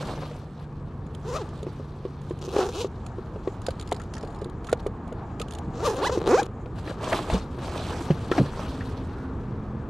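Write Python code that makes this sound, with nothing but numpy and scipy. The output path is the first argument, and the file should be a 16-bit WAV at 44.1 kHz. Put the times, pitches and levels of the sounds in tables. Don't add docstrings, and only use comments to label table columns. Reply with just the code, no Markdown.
import sys
import numpy as np
from scipy import signal
from scipy.fft import rfft, irfft, next_fast_len
from scipy.io import wavfile
from scipy.ndimage import uniform_filter1d

SR = 44100
rng = np.random.default_rng(int(sys.argv[2]) if len(sys.argv) > 2 else 0)


def put_to_file(sound):
    columns = np.atleast_2d(sound).T
    safe = np.clip(columns, -1, 1)
    whole_steps = np.round(safe * 32767)
    wavfile.write(sys.argv[1], SR, whole_steps.astype(np.int16))


def linear_from_db(decibels):
    return 10 ** (np.asarray(decibels, float) / 20)


N = 436149
TIME = np.arange(N) / SR


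def rms_one(x):
    return x / np.sqrt(np.mean(x ** 2) + 1e-20)


def in_time(rows):
    s, *columns = np.transpose(rows)
    return [np.interp(TIME, s, column) for column in columns]


def at_hz(points, hz):
    f, value = np.transpose(points)
    return np.interp(np.log(hz + 1), np.log(f + 1), value)


def drift(rate):
    r = np.exp(-80 * np.pi * rate / SR)
    noise = rng.standard_normal(N // 40 + 2002)
    slow = signal.lfilter([1], [1, -2 * r, r * r], noise)[2000:]
    return np.interp(np.arange(N) / 40, np.arange(len(slow)), rms_one(slow))


def resonate(x, modes):
    out = 0
    for k, (hz, width, db) in enumerate(modes):
        r = np.exp(-np.pi * width / SR)
        poles = [1, -2 * r * np.cos(2 * np.pi * hz / SR), r * r]
        ring = signal.lfilter([(1 - r * r) / 2, 0, (r * r - 1) / 2], poles, x + 1e-18)
        out = out + (-1) ** k * linear_from_db(db) * ring
    return out


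def twice(x, hz, width):
    band = [(hz, width, 0)]
    return resonate(resonate(x, band), band)


def filtered(x, order, hz, kind):
    return signal.sosfilt(signal.butter(order, hz, kind, fs=SR, output="sos"), x)


def banded(source, spectrum, patchy_db, flicker):
    out, together = 0, drift(flicker / 2)
    edges = 20 * 2 ** np.arange(0, 9.7, .46)
    for k, (low, high) in enumerate(zip(edges, edges[1:])):
        level_db = at_hz(spectrum, np.sqrt(low * high))
        if level_db > -60:
            band = filtered(source[k % 2], 2, [low, high], "band")
            patchy = patchy_db * (0.29 * together + drift(flicker))
            out = out + linear_from_db(level_db + patchy) * band
    return rms_one(out)


def add(track, s, sound):
    i = round(s * SR)
    track[i:i + len(sound)] += sound[:N - i]


def evened(x):
    return x / np.sqrt(uniform_filter1d(x ** 2, size=1800) + 1e-12)


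# [t/s, level/dB]
RUMBLE_LEVEL = [(0, -33.5), (.45, -40), (1.4, -37), (2.1, -39.5), (3.2, -36.5), (5.75, -34.5), (6.5, -36.5),
                (8.45, -32.5), (9.89, -33)]
# [f/Hz, level/dB per Hz]
AIR_COLOUR = [(12, -35), (20, -7), (85, 2.5), (174, -3.5), (211, -5.5), (304, -9.5), (332, -18), (459, -8),
              (534, -22), (978, -18), (1440, -28.5), (3500, -60.5), (4550, -79), (7700, -120)]


def open_air():
    noise = rng.standard_normal((2, N))
    level_db = in_time(RUMBLE_LEVEL)[0] + .6
    return linear_from_db(level_db) * banded(noise, AIR_COLOUR, patchy_db=.3, flicker=8)


# [t/s, insects level/dB, road level/dB]
SHORE = [(0, -87.5, -60), (2.2, -100, -63.5), (2.9, -78, -54), (5.5, -76, -45.5), (6.6, -76.5, -53),
         (9.89, -85.5, -62.5)]


def shore():
    out = 0
    for db, (hz, width) in zip(in_time(SHORE), ((6910, 1700), (752.4, 441))):
        band = rms_one(twice(rng.standard_normal(N), hz, width))
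        out = out + linear_from_db(db - 1.0 + 4.14 * drift(8.4)) * band
    return out


# [t/s, f/Hz, level/dB]
PROPELLERS = [
    [(0, 148.3, -39), (.65, 148.2, -42), (2.3, 142.2, -40.5), (2.48, 144.9, -40), (2.55, 141, -72.5)],
    [(8.6, 260, -58.5), (8.7, 264.6, -41.5), (9.42, 264, -44.5), (9.6, 275.8, -54.5)],
    [(9.4, 215.2, -64.5), (9.55, 210.7, -40), (9.89, 211.2, -43)],
]


def drones():
    out = 0
    for rows in PROPELLERS:
        hz, db = in_time(rows)
        heard = (TIME >= rows[0][0]) & (TIME < rows[-1][0])
        level = linear_from_db(db + 3 + 1.5 * drift(4))
        out = out + heard * level * np.sin(2 * np.pi * np.cumsum(hz + .8 * drift(4)) / SR)
    return out


# [peak t/s, level/dB, time to swell by 10 dB/s]
HAND_STROKES = [(0.0, -48.5, 0.0831), (.1, -47, 0.0843), (.24, -51.5, 0.1137), (.37, -61, 0.1039),
                (.6, -62.5, 0.09), (1.5, -60, 0.39), (2.35, -64.5, 1.3), (3.7, -64, 0.54), (4.8, -56, 0.01),
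                (5.55, -66, 0.3), (6.79, -52, 0.03), (6.892, -47, .05), (7.042, -43.5, 0.0268),
                (7.148, -37, 0.0815), (7.335, -38, 0.0483), (7.42, -58, 0.06), (7.641, -46.5, 0.0381),
                (7.769, -44.5, 0.143), (7.95, -46, 0.2), (8.05, -59, 0.02), (8.24, -55, 0.17),
                (8.38, -43, 0.07), (8.62, -48, 0.1624), (8.84, -54.5, 0.2872), (9.1, -67.5, 0.79)]
FADE_SHARE = 1.072
STILL_DB = -74
SQUARENESS = 1.143


def handling():
    t = np.arange(0, N, 40) / SR
    power = linear_from_db(2 * STILL_DB)
    for s, db, swell in HAND_STROKES:
        away = np.maximum(s - t, (t - s) / FADE_SHARE) / swell
        power = power + linear_from_db(2 * db - 20 * away ** SQUARENESS)
    return np.interp(TIME, t, 10 * np.log10(power))


# [f/Hz, level/dB per Hz]
CLOTH_COLOUR = [(1060, -87.5), (1800, -1.5), (2680, 2), (3630, 5.5), (7020, -7), (7820, -3.5), (9190, -9.5),
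                (14200, -30.5), (15500, -46)]
# [f/Hz, level/dB per Hz]
DRAG_COLOUR = [(180, -27.5), (300, 3), (415, 2), (487, 2.5), (1140, -1.5), (2200, -20.5), (2860, -20),
               (4840, -120)]


def rustle():
    cloth_db = handling()
    drag_db = -36.5 + 1.024 * (cloth_db + 47.0)
    sizes = linear_from_db(3.2 * np.minimum(rng.exponential(1, (2, N)), 5)) * rng.choice([-1, 1], (2, N))
    draw, hiss = rng.random((2, N)), rng.standard_normal((2, N))
    fine = sizes * (draw < 2600 * linear_from_db(3.5 * drift(40)) / SR) + .25 * hiss
    coarse = sizes * (draw > 1 - 220 * linear_from_db(7 * drift(25)) / SR) + .12 * hiss
    cloth = linear_from_db(cloth_db) * banded(fine, CLOTH_COLOUR, patchy_db=2.2, flicker=15)
    drag = linear_from_db(drag_db) * banded(coarse, DRAG_COLOUR, patchy_db=2.5, flicker=42.4)
    return cloth + drag


# [t/s, peak level/dB, f/Hz]
KNOCKS_IN_BAG = [(0.009, -26, 528), (0.086, -28.5, 609), (0.176, -30, 446), (0.219, -32.5, 543),
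                 (0.312, -29.5, 481), (6.659, -32.5, 493.5), (6.874, -32, 317), (7.127, -12, 695),
                 (7.3, -16, 651), (7.545, -36.5, 400), (7.586, -28, 358.6), (7.866, -31, 330.5),
                 (8.106, -19, 538), (8.315, -10.5, 367.6)]
# [t/s, peak level/dB, f/Hz]
SHELL_KNOCKS = [(1.629, -25.5, 430), (1.666, -20, 371.8), (1.797, -26.5, 422.7), (2.051, -17.5, 385),
                (2.308, -17, 357), (2.477, -22, 371.2), (2.564, -7, 399.8), (2.59, -8.5, 407.4),
                (2.845, -12.5, 397.4), (3.183, -23, 373.3), (3.359, -24.5, 435.7), (3.474, -11.5, 382.8),
                (3.684, -10, 526), (3.919, -6.5, 715.6), (3.922, -15.5, 416.7), (4.234, -23.5, 457.4),
                (4.418, -20.5, 417), (4.458, -26, 360.2), (4.728, -1.5, 489.3), (4.863, -12.5, 415),
                (5.122, -23, 485), (5.404, -21.5, 467), (6.029, -18, 478), (6.095, -12.5, 464.4),
                (6.174, -9.5, 355.2), (6.426, -18.5, 360.4), (6.486, -30, 424.5)]
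RING_CYCLES = 23.56
HARD_SHORTENS = 0.276


def knocks(rows, crack_db, top_hz, rise_s):
    out, t = np.zeros(N), np.arange(6000) / SR
    crackle = filtered(rng.standard_normal((len(rows), len(t))), 2, [700, top_hz], "band")
    rise = (1 - np.exp(-t / rise_s)) ** 2
    for (s, db, hz), noise in zip(rows, crackle):
        t60 = RING_CYCLES / hz * linear_from_db(-HARD_SHORTENS * (db + 23))
        turn = 2 * np.pi * hz * t
        boom = np.sin(turn) + .5 * np.sin(1.23 * turn) + 0.1173 * np.sin(2.9 * turn)
        crack = linear_from_db(crack_db + 4 - 60 * t / 0.033) * noise
        add(out, s, linear_from_db(db) * rise * (linear_from_db(-60 * t / t60) * boom + crack))
    return out


# [t/s, peak level/dB, centre f/Hz, gap/s, number of touches]
TAB_RATTLES = [(3.6847, -34.5, 4170, 0.02015, 2), (3.7964, -33.5, 4270, 0.014, 3),
               (3.8742, -36, 5140, 0.015, 2), (3.9444, -35.5, 4790, 0.0187, 2),
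               (3.9973, -40, 3360, 0.0186, 3), (4.137, -35, 5940, 0.0143, 4), (4.209, -41, 5290, .019, 2),
               (4.2473, -43, 4570, 0.0252, 2), (4.3036, -45, 4170, .021, 3),
               (4.3596, -45.5, 4960, 0.0272, 3), (4.644, -35.5, 3440, .0245, 3),
               (4.745, -51.5, 3630, 0.027, 5), (5.3973, -27.5, 2410, 0.01733, 2),
               (5.508, -32.5, 3090, 0.0137, 4)]
BOUNCE_LOSS_DB, BOUNCE_SCATTER_DB, BOUNCE_DETUNE = 1, 2, 0.084
BOUNCE_RING = 1.53


def bounces():
    out = []
    for s, db, hz, gap, touches in TAB_RATTLES:
        for k in range(min(round(touches), 8)):
            luck, detune = rng.standard_normal(2)
            touch_db = db - k * BOUNCE_LOSS_DB + BOUNCE_SCATTER_DB * luck
            out.append((s + k * gap, touch_db, hz * np.exp(BOUNCE_DETUNE * detune), BOUNCE_RING * gap))
    return out


# [t/s, peak level/dB, centre f/Hz]
LONE_TICKS = [(1.0643, -49, 3900), (1.148, -36.5, 3640), (1.489, -45, 3390), (1.6287, -38.5, 3740),
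              (2.2152, -46.5, 3511), (2.297, -44, 2960), (2.388, -44.5, 2730), (2.4163, -38.5, 5916),
              (3.0636, -36, 2590), (3.617, -37.5, 2730), (3.6648, -23, 5180), (3.9131, -31, 3530),
              (3.924, -22, 3790), (4.4438, -37.5, 4500), (4.497, -43.5, 4000), (4.7156, -37, 4360),
              (4.727, -23.5, 3236), (4.8666, -35, 3000), (5.0774, -46.5, 3270), (5.125, -43, 3154),
              (5.4828, -38.5, 2905), (5.585, -35, 2759), (5.965, -33, 2676), (6.429, -29, 4030),
              (6.4576, -42.5, 3723), (7.5867, -52, 3092), (7.634, -42, 3880)]
# [f/Hz, width f/Hz, level/dB]
TAB_RING = [(6754, 170, -1.5), (8850, 2300, -12.5), (1250, 72.6, 4)]
TICK_T60_S = 0.0201


def ticks():
    out, t = np.zeros(N), np.arange(1800) / SR
    touches = [tuple(row) + (TICK_T60_S,) for row in LONE_TICKS] + bounces()
    noises = filtered(rng.standard_normal((len(touches), len(t))), 2, 8800, "low")
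    for (s, db, hz, t60), noise in zip(touches, noises):
        rattle = noise * linear_from_db(-60 * t / t60) * (1 - np.exp(-t / 0.0006))
        own = resonate(rattle, [(hz, 650, 0), (2800, 3000, -6.5)])
        tick = own + resonate(rattle, TAB_RING)
        add(out, s, linear_from_db(db + 0.5) * tick / np.abs(tick).max())
    return out


# [t/s, teeth f/Hz, pull force level/dB]
OPENING_PULLS = [
    [(1.22, 250, -68), (1.29, 519.5, -48.5), (1.32, 455.6, -49.5), (1.367, 649.7, -39.5),
     (1.39, 532.7, -51), (1.42, 394.6, -51), (1.47, 187.8, -71)],
    [(2.41, 145, -49.5), (2.46, 170.1, -49), (2.5, 130.1, -50), (2.556, 385.4, -44), (2.6, 406.5, -37.5),
     (2.64, 360, -42), (2.67, 393.6, -46.5), (2.72, 151.1, -49)],
    [(2.725, 157, -49), (2.75, 323, -41.5), (2.78, 407.6, -42), (2.815, 478.6, -35), (2.85, 445, -50.5),
     (2.88, 227.5, -57.5)],
]
# [t/s, teeth f/Hz, pull force level/dB]
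CLOSING_PULLS = [
    [(5.73, 229.7, -60), (5.785, 259.8, -51.5), (5.82, 369.2, -50), (5.862, 640.8, -33),
     (5.877, 481.4, -35.5), (5.91, 439.3, -43.5), (5.95, 270.1, -49.5), (5.99, 281, -44)],
    [(5.995, 279.3, -46), (6.015, 355.5, -46), (6.035, 511, -36), (6.055, 783.5, -34.5),
     (6.075, 1025, -32.5), (6.09, 758.7, -46.5), (6.103, 430.6, -41)],
    [(6.108, 431.5, -54), (6.125, 515.8, -38.5), (6.148, 540, -42.5), (6.17, 281.3, -48.5),
     (6.19, 90.03, -47.5)],
    [(6.195, 75.47, -51), (6.225, 77.8, -50.5), (6.25, 81.37, -53)],
    [(6.255, 100.6, -47), (6.275, 166, -37.5), (6.32, 281.4, -40), (6.352, 491.5, -37.5),
     (6.372, 663.3, -41), (6.397, 830, -34.5), (6.411, 770.9, -44), (6.43, 189.5, -57),
     (6.47, 65.82, -52.5)],
]
# [force reaching the shell level/dB, weight 0-1 of the opposite coil's click, unevenness factor]
PULL_GRIPS = [
    (10, 0.3, 1.3),
    (8, 0.3, 1.9),
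    (1, 0.13, 1.2),
    (9.5, .3, 1.3),
    (10, 0.44, .9),
    (9.5, 0.15, 0.89),
    (19, 0.42, 0.64),
    (16.5, 0, .8),
]
# [f/Hz, width f/Hz, level/dB]
SHELL_RINGS = [(384.7, 122, 9.5), (521, 123, 7.5), (703, 332, -1.5), (1191, 106, 1), (1305, 218, -4.5),
               (2484, 233, -4)]
# [f/Hz, width f/Hz, level/dB]
SLIDER_RINGS = [(2520, 960, 6.5), (3996, 1010, 8), (5594, 2000, 6), (7228, 2120, 2), (9080, 440, -1),
                (12500, 3200, -16)]
BOOM_HZ, BOOM_OCTAVES, BOOM_DB = 361, 0.674, 8
SLACK, SLACK_FALL = 0.15, 0.7


def zipper():
    out, pulls = np.zeros(N), OPENING_PULLS + CLOSING_PULLS
    held = [tuple(row) + tuple(grip) for rows, grip in zip(pulls, PULL_GRIPS) for row in rows]
    rate, rasp_db, grip_db, second, uneven = in_time(held)
    near_boom = np.exp(-(np.log2(rate / BOOM_HZ) / BOOM_OCTAVES) ** 2)
    shell_db = rasp_db + grip_db + BOOM_DB * near_boom
    slack = np.clip(uneven * SLACK * (400 / rate) ** SLACK_FALL, 0, .4)
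    chance = rng.standard_normal((3, N))
    wobble = rms_one(uniform_filter1d(chance[0], size=90))
    clicks = 2 * np.cumsum(rate * np.exp(.5 * slack * wobble) / SR)
    number = np.floor(clicks).astype(int)
    passed = np.diff(np.floor(clicks), prepend=0)
    opposite = number % 2
    strength = linear_from_db(7.96 * slack * chance[1][number]) * np.where(opposite, np.clip(second, 0, 1), 1)
    push = uniform_filter1d(passed * strength, size=13)
    sharp = strength * np.where(opposite, .4, 1)
    burst = np.exp(-(clicks % 1) / rate / 0.006) * sharp
    scrape = 9 * np.sqrt(rate / 250) * passed * sharp + chance[2] * (burst + .12)
    grind = 0.0168 * chance[2] * (burst + 0.396)
    tilts = [(k, drift(12)) for k in (0, 2, 4)]
    for first, last in [(0, 0), (1, 2), (3, 7)]:
        span = slice(round(pulls[first][0][0] * SR), round(pulls[last][-1][0] * SR))
        boom = resonate((push + grind)[span], SHELL_RINGS)
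        padded = filtered(boom, 1, 1800, "low")
        shell = linear_from_db(shell_db[span]) * evened(padded)
        ring = sum(linear_from_db(1.8 * tilt[span]) * resonate(scrape[span], SLIDER_RINGS[k:k + 2]) for k, tilt in tilts)
        rasp = linear_from_db(rasp_db[span]) * evened(ring)
        out[span] = signal.windows.tukey(len(shell), 400 / len(shell)) * (shell + rasp)
    return out


# [t/s, level/dB, f/Hz]
DULL_TAPS = [
    (2.607, -5.5, 1020),
    (8.318, -3, 1345),
    (3.999, -18.5, 1396),
    (4.168, -19.5, 1474),
    (4.688, -11.5, 1250),
    (6.877, -15.5, 1490),
    (8.807, -14, 1570),
]


def taps():
    out, t = np.zeros(N), np.arange(1800) / SR
    noise = filtered(rng.standard_normal(len(t)), 2, 8800, "low")
    for s, db, hz in DULL_TAPS:
        add(out, s, linear_from_db(db) * twice(noise * linear_from_db(-60 * t / 0.057), hz, 500))
    return out


# [t/s, peak level/dB, f/Hz, t60/s, slap below the peak level/dB]
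HULL_BUMPS = [
    (5.679, -25, 128.1, 0.12, -29),
    (7.325, -16.5, 58.8, 0.191, -12.5),
    (7.341, -15.5, 195.5, 0.1176, -34),
    (8.102, -8, 156.9, 0.095, -21),
    (8.379, -13.5, 285.5, 0.163, -6.5),
    (8.396, -10.5, 139.1, 0.136, -37),
    (8.408, -9, 191.2, 0.057, -35),
]


def thuds():
    out, t = np.zeros(N), np.arange(12000) / SR
    slaps = filtered(rng.standard_normal((len(HULL_BUMPS), len(t))), 2, [300, 1800], "band")
    rise = 1 - np.exp(-t / .003)
    for (s, db, hz, t60, slap_db), noise in zip(HULL_BUMPS, slaps):
        turns = hz * t * (1 + 0.482 * np.exp(-t / 0.0087))
        overtone = 0.704 * np.sin(2 * np.pi * 2.3 * turns) * linear_from_db(-60 * t / t60)
        boom = np.sin(2 * np.pi * turns) + overtone
        slap = linear_from_db(slap_db + 9 - 60 * t / 0.0705) * noise
        add(out, s, linear_from_db(db) * rise * (linear_from_db(2.5 - 60 * t / t60) * boom + slap))
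    return out


# [t/s, half length/s, level/dB, f/Hz, width f/Hz]
WATER_LAP = (9.21, 0.1, -50, 1400, 400)


def lap():
    s, half, db, hz, width = WATER_LAP
    wash = rms_one(twice(rng.standard_normal(N), hz, width))
    return linear_from_db(db) * np.exp(-((TIME - s) / half) ** 2) * wash


def scene():
    background = open_air() + shore() + drones()
    bag_knocks = knocks(KNOCKS_IN_BAG, crack_db=-6, top_hz=2737, rise_s=0.000305)
    shell_knocks = knocks(SHELL_KNOCKS, crack_db=-21, top_hz=3027.9, rise_s=0.00084)
    case = bag_knocks + ticks() + zipper() + shell_knocks + taps()
    mid = background + rustle() + case + thuds() + lap()
    return np.array([mid, mid])


def roll_off(x):
    return signal.sosfilt(signal.butter(12, 15950, fs=SR, output="sos"), x)


# [f/Hz, side minus mid level/dB]
SIDE_LEVEL = [(60, -26), (330, -29), (650, -23), (1200, -11), (2800, -10), (5980, -9), (15000, -1)]
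# [f/Hz, left minus right level/dB]
LEFT_LEAN = [(60, -0.2), (380, 0.0), (700, 0.4), (1300, 1.4), (2800, -1.7), (5980, -0.7), (15000, -2.2)]


def record(dry):
    size = next_fast_len(N + 2000)
    hz = np.arange(size // 2 + 1) * SR / size
    heard = rfft(dry[0], size)
    scatter = rfft(rng.standard_normal((2, 400)) * np.exp(-np.arange(400) / 100), size)
    scatter = scatter / np.abs(scatter)
    paths = irfft(heard * linear_from_db(at_hz(SIDE_LEVEL, hz)) * scatter, size)[:, :N]
    turn = 2.02 * drift(4.89)
    side = np.cos(turn) * paths[0] + np.sin(turn) * paths[1]
    lean = linear_from_db(at_hz(LEFT_LEAN, hz) / 2)
    ports = irfft([heard * lean, heard / lean], size)[:, :N] + side * np.array([[1], [-1]])
    treble_cut = signal.cheby2(10, 60, 16300, fs=SR, output="sos")
    return roll_off(signal.sosfilt(treble_cut, ports))


dry = scene()
out = record(dry)
put_to_file(out)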